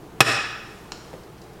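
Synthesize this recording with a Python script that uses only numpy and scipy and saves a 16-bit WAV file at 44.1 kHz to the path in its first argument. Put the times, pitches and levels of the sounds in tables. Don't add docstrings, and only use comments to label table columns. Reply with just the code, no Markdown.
import sys
import numpy as np
from scipy import signal
from scipy.fft import rfft, irfft
from scipy.io import wavfile
from scipy.ndimage import uniform_filter1d, minimum_filter1d

SR = 44100
rng = np.random.default_rng(int(sys.argv[2]) if len(sys.argv) > 2 else 0)


def nominal_scale(level):
    x = np.asarray(level, float) / 20
    return 10 ** x


def log_audio(samples):
    frames = np.atleast_2d(samples).T
    limited = np.clip(frames, -1, 1)
    pcm = np.round(limited * 32767).astype(np.int16)
    wavfile.write(sys.argv[1], SR, pcm)


N = 70560

# pitch_hz, width_hz, level_db
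DISH_MODES = [(132.4, 41, -2), (114.7, 5, -5), (317, 20, 0.5), (396, 89, 1), (484, 26, -4.5),
              (686, 180, -8), (799, 11.6, 0), (1065, 50, -17), (1227, 87, 4.5), (1337, 54, 2),
              (1474, 41, -1), (1676, 24, 0.5), (1772, 76, 2.5), (1902, 20, -4), (2150, 110, -10.5),
              (2521, 26, 5), (2615, 24, 1), (2866, 84, -0.5), (3280, 56, -30), (3422, 120, 0),
              (3896, 60, 0.5), (3948, 130, -3), (4220, 30, -12), (4406, 99, -12), (4570, 43, -18.5),
              (4753, 120, -6), (5324, 110, 1.5), (6900, 100, -11), (7060, 91, -7.5), (7970, 43, -11.5),
              (8265, 40, -9), (9540, 43, -9.5), (9900, 50, -13.5), (11450, 40, -20), (12020, 30, -15.5),
              (12650, 60, -12), (13500, 60, -28), (14000, 80, -24), (14800, 90, -30)]
# frequency_hz, density_db_per_hz
CONTACT_SPECTRUM = [(60, -30), (110, -14), (200, 0), (380, 7), (700, 3), (1020, -6), (1500, 3), (2040, -5),
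                    (2540, -3), (3170, -8), (4200, -7), (9610, -17), (13500, -27), (16000, -48)]
LANDING_S = .2052
LOW_CUT_HZ = 105
KNOCK_DB, RING_DB, CRACK_DB, BLOW_DB = 6, -2, -5, 1.5
CRACK_T60_S, CRACK_RISE_S = .021, .0006

# start_s, peak_db
CLICKS = [(.92025, -14), (.92097, -13), (.9238, -25)]
# frequency_hz, density_db_per_hz
CLICK_SPECTRUM = [(150, -6), (350, 3), (600, 3), (1200, 3), (2100, -2), (3300, -4), (4200, 1), (5500, 1),
                  (6300, -5), (7600, -6), (9000, -20), (14000, -30)]
BODY_DB, BODY_T60_S, BODY_RISE_S = -17, .012, .0004
CLICK_WET_DB = -2

# start_s, level_db
TICKS = [(1.2335, -51.5), (1.381, -50.5), (1.416, -44), (1.4386, -51), (1.533, -52)]
# frequency_hz, density_db_per_hz
TICK_SPECTRUM = [(1500, -23), (3000, -5), (5000, 2), (6500, 1), (9000, -17), (14000, -17)]
TICK_T60_S, TICK_RISE_S = .033, .0012

# start_s, peak_db
BUMPS = [(.979, -31.5), (1.1313, -31), (1.1387, -30), (1.1425, -36)]
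# frequency_hz, density_db_per_hz
BUMP_SPECTRUM = [(100, -20), (250, 6), (450, 8.5), (800, -2), (1200, -9), (5000, -26), (9000, -36)]
BUMP_NOISE_DB, BUMP_T60_S, BUMP_RISE_S = -7, .06, .0019

# middle_s, half_length_s, rms_db at the middle
RUSTLES = [(0.756, 0.2, -53.5), (1.108, 0.12, -55)]
# frequency_hz, density_db_per_hz
RUSTLE_SPECTRUM = [(1500, -2), (3500, -7.5), (7000, -9.5), (13000, -19), (16000, -31)]

# frequency_hz, t60_s
ROOM_DECAY = [(120, 0.51), (400, 0.43), (1200, 0.97), (3000, 0.92), (6000, 0.82), (12000, 0.4)]
ROOM_DB, ROOM_START_S = -3, .0022
# delay_s, level_db
ECHOES = [(.0012, -15.5), (.0042, -14), (.0078, -13), (.0125, -15)]

# frequency_hz, density_db_per_hz
HISS_SPECTRUM = [(12, -32.5), (22, -10), (58, -3), (86, -18.5), (115, -3), (198, 0), (262, -20), (311, 0.5),
                 (378, -5.5), (460, 0), (500, -13.5), (719, -9), (2330, -23.5), (6200, -32), (16100, -36.5)]
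HISS_DB, PATCHY_DB = -44, .8
# pitch_hz, rms_db
HUM = [(59.2, -56), (118.4, -56)]

THRESHOLD_DB, SQUEEZE = -15, 1
SENSE_S, DIVE_S, HOLD_S, RECOVER_DB_PER_S = .003, .032, .03, 2000
CEILING = 1.02


def dish():
    out = np.zeros((3, N))
    modes = 0
    for k, (hz, width, db) in enumerate(DISH_MODES):
        weight = (-1) ** k * nominal_scale(db) * np.sqrt(width)
        modes = modes + weight * ring(hz, 2.2 / width, .4)
    add(out[0], LANDING_S, nominal_scale(RING_DB) * modes / np.abs(modes).max())
    add(out[1], LANDING_S, nominal_scale(CRACK_DB) * burst(CONTACT_SPECTRUM, CRACK_T60_S, CRACK_RISE_S))
    add(out[2], LANDING_S, nominal_scale(BLOW_DB) * pulse(CONTACT_SPECTRUM))
    low_cut = signal.butter(4, LOW_CUT_HZ, "high", fs=SR, output="sos")
    return nominal_scale(KNOCK_DB) * signal.sosfilt(low_cut, out)


def ring(hz, t60, seconds):
    t = np.arange(round(seconds * SR)) / SR
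    return nominal_scale(-60 * t / t60) * np.sin(2 * np.pi * hz * t)


def pulse(spectrum):
    size = 4096
    log_gain = np.log(nominal_scale(read(spectrum, abs(np.fft.fftfreq(size, 1 / SR)))))
    response = np.exp(np.conj(signal.hilbert(log_gain)))
    shape = np.fft.ifft(response).real[:size // 2]
    return shape / np.abs(shape).max()


def burst(spectrum, t60, rise_s):
    t = np.arange(4096) / SR
    rise = np.minimum(t / rise_s, 1)
    return coloured(spectrum, len(t)) * rise * nominal_scale(-60 * t / t60)


def coloured(spectrum, size):
    gain = nominal_scale(read(spectrum, np.fft.rfftfreq(size, 1 / SR)))
    return evened(irfft(rfft(rng.standard_normal(size)) * gain))


def evened(x):
    return x / np.sqrt(np.mean(x ** 2) + 1e-20)


def read(points, hz):
    f, value = np.transpose(points)
    return np.interp(np.log(hz + 1), np.log(f + 1), value)


def add(mix, s, sound):
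    part = mix[round(s * SR):][:len(sound)]
    part += sound[:len(part)]


def plastic_click():
    out = np.zeros(N)
    for s, db in CLICKS:
        add(out, s, nominal_scale(db) * pulse(CLICK_SPECTRUM))
        add(out, s, nominal_scale(db + BODY_DB) * burst(CLICK_SPECTRUM, BODY_T60_S, BODY_RISE_S))
    return out


def bumps():
    out = np.zeros(N)
    for s, db in BUMPS:
        add(out, s, -nominal_scale(db) * pulse(BUMP_SPECTRUM))
        add(out, s, nominal_scale(db + BUMP_NOISE_DB) * burst(BUMP_SPECTRUM, BUMP_T60_S, BUMP_RISE_S))
    return out


def ticks():
    out = np.zeros(N)
    for s, db in TICKS:
        add(out, s, nominal_scale(db) * burst(TICK_SPECTRUM, TICK_T60_S, TICK_RISE_S))
    return out


def gloves():
    t = np.arange(N) / SR
    swells = sum(nominal_scale(db) * np.exp(-((t - s) / half) ** 2) for s, half, db in RUSTLES)
    return coloured(RUSTLE_SPECTRUM, N) * swells


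def kitchen(x):
    taps = rng.standard_normal(SR + SR // 2)
    taps[:round(ROOM_START_S * SR)] = 0
    hz, t, z = signal.stft(taps, SR, nperseg=256)
    decay = nominal_scale(-60 * t / read(ROOM_DECAY, hz)[:, None])
    tail = signal.istft(z * decay, SR, nperseg=256)[1]
    response = nominal_scale(ROOM_DB) * tail / np.linalg.norm(tail)
    for k, (s, db) in enumerate(ECHOES):
        add(response, s, np.array([(-1) ** k * nominal_scale(db)]))
    return signal.fftconvolve(x, response)[:N]


def hum():
    t = np.arange(N) / SR
    return sum(np.sqrt(2) * nominal_scale(db) * np.sin(2 * np.pi * (hz * t + rng.random())) for hz, db in HUM)


def hiss():
    frames, hz = N // 256 + 5, np.fft.rfftfreq(1024, 1 / SR)
    real, imaginary, patches = rng.standard_normal((frames, 513, 3)).T
    patches = uniform_filter1d(patches, size=12, axis=0)
    patches = evened(uniform_filter1d(patches, size=14, axis=1))
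    gain = nominal_scale(read(HISS_SPECTRUM, hz)[:, None] + PATCHY_DB * patches)
    noise = signal.istft((real + 1j * imaginary) * gain, nperseg=1024, noverlap=768)[1][:N]
    return nominal_scale(HISS_DB) * evened(noise)


def scene():
    knock = dish()
    small = plastic_click() + ticks() + bumps()
    wet = sum(kitchen(part) for part in knock) + nominal_scale(CLICK_WET_DB) * kitchen(small)
    return (knock.sum(axis=0) + small + wet + gloves() + hum() + hiss())[None]


def trailing_mean(x, seconds):
    size = max(round(seconds * SR), 1)
    return signal.oaconvolve(x, np.ones(size) / size)[:len(x)]


def roll_off(x):
    return signal.sosfilt(signal.butter(12, 16220, fs=SR, output="sos"), x)


def record(dry):
    level_db = 10 * np.log10(abs(trailing_mean(dry[0] ** 2, SENSE_S)) + 1e-12)
    cut_db = SQUEEZE * np.maximum(level_db - THRESHOLD_DB, 0)
    half = round(HOLD_S * SR / 2)
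    held = -minimum_filter1d(-cut_db, size=2 * half + 1, origin=half)
    fall = np.arange(N) * RECOVER_DB_PER_S / SR
    recovering = np.maximum.accumulate(held + fall) - fall
    cut_db = trailing_mean(recovering, DIVE_S)
    mix = np.clip(dry * nominal_scale(-cut_db), -CEILING, CEILING)
    return roll_off(mix)


dry = scene()
out = record(dry)
log_audio(out)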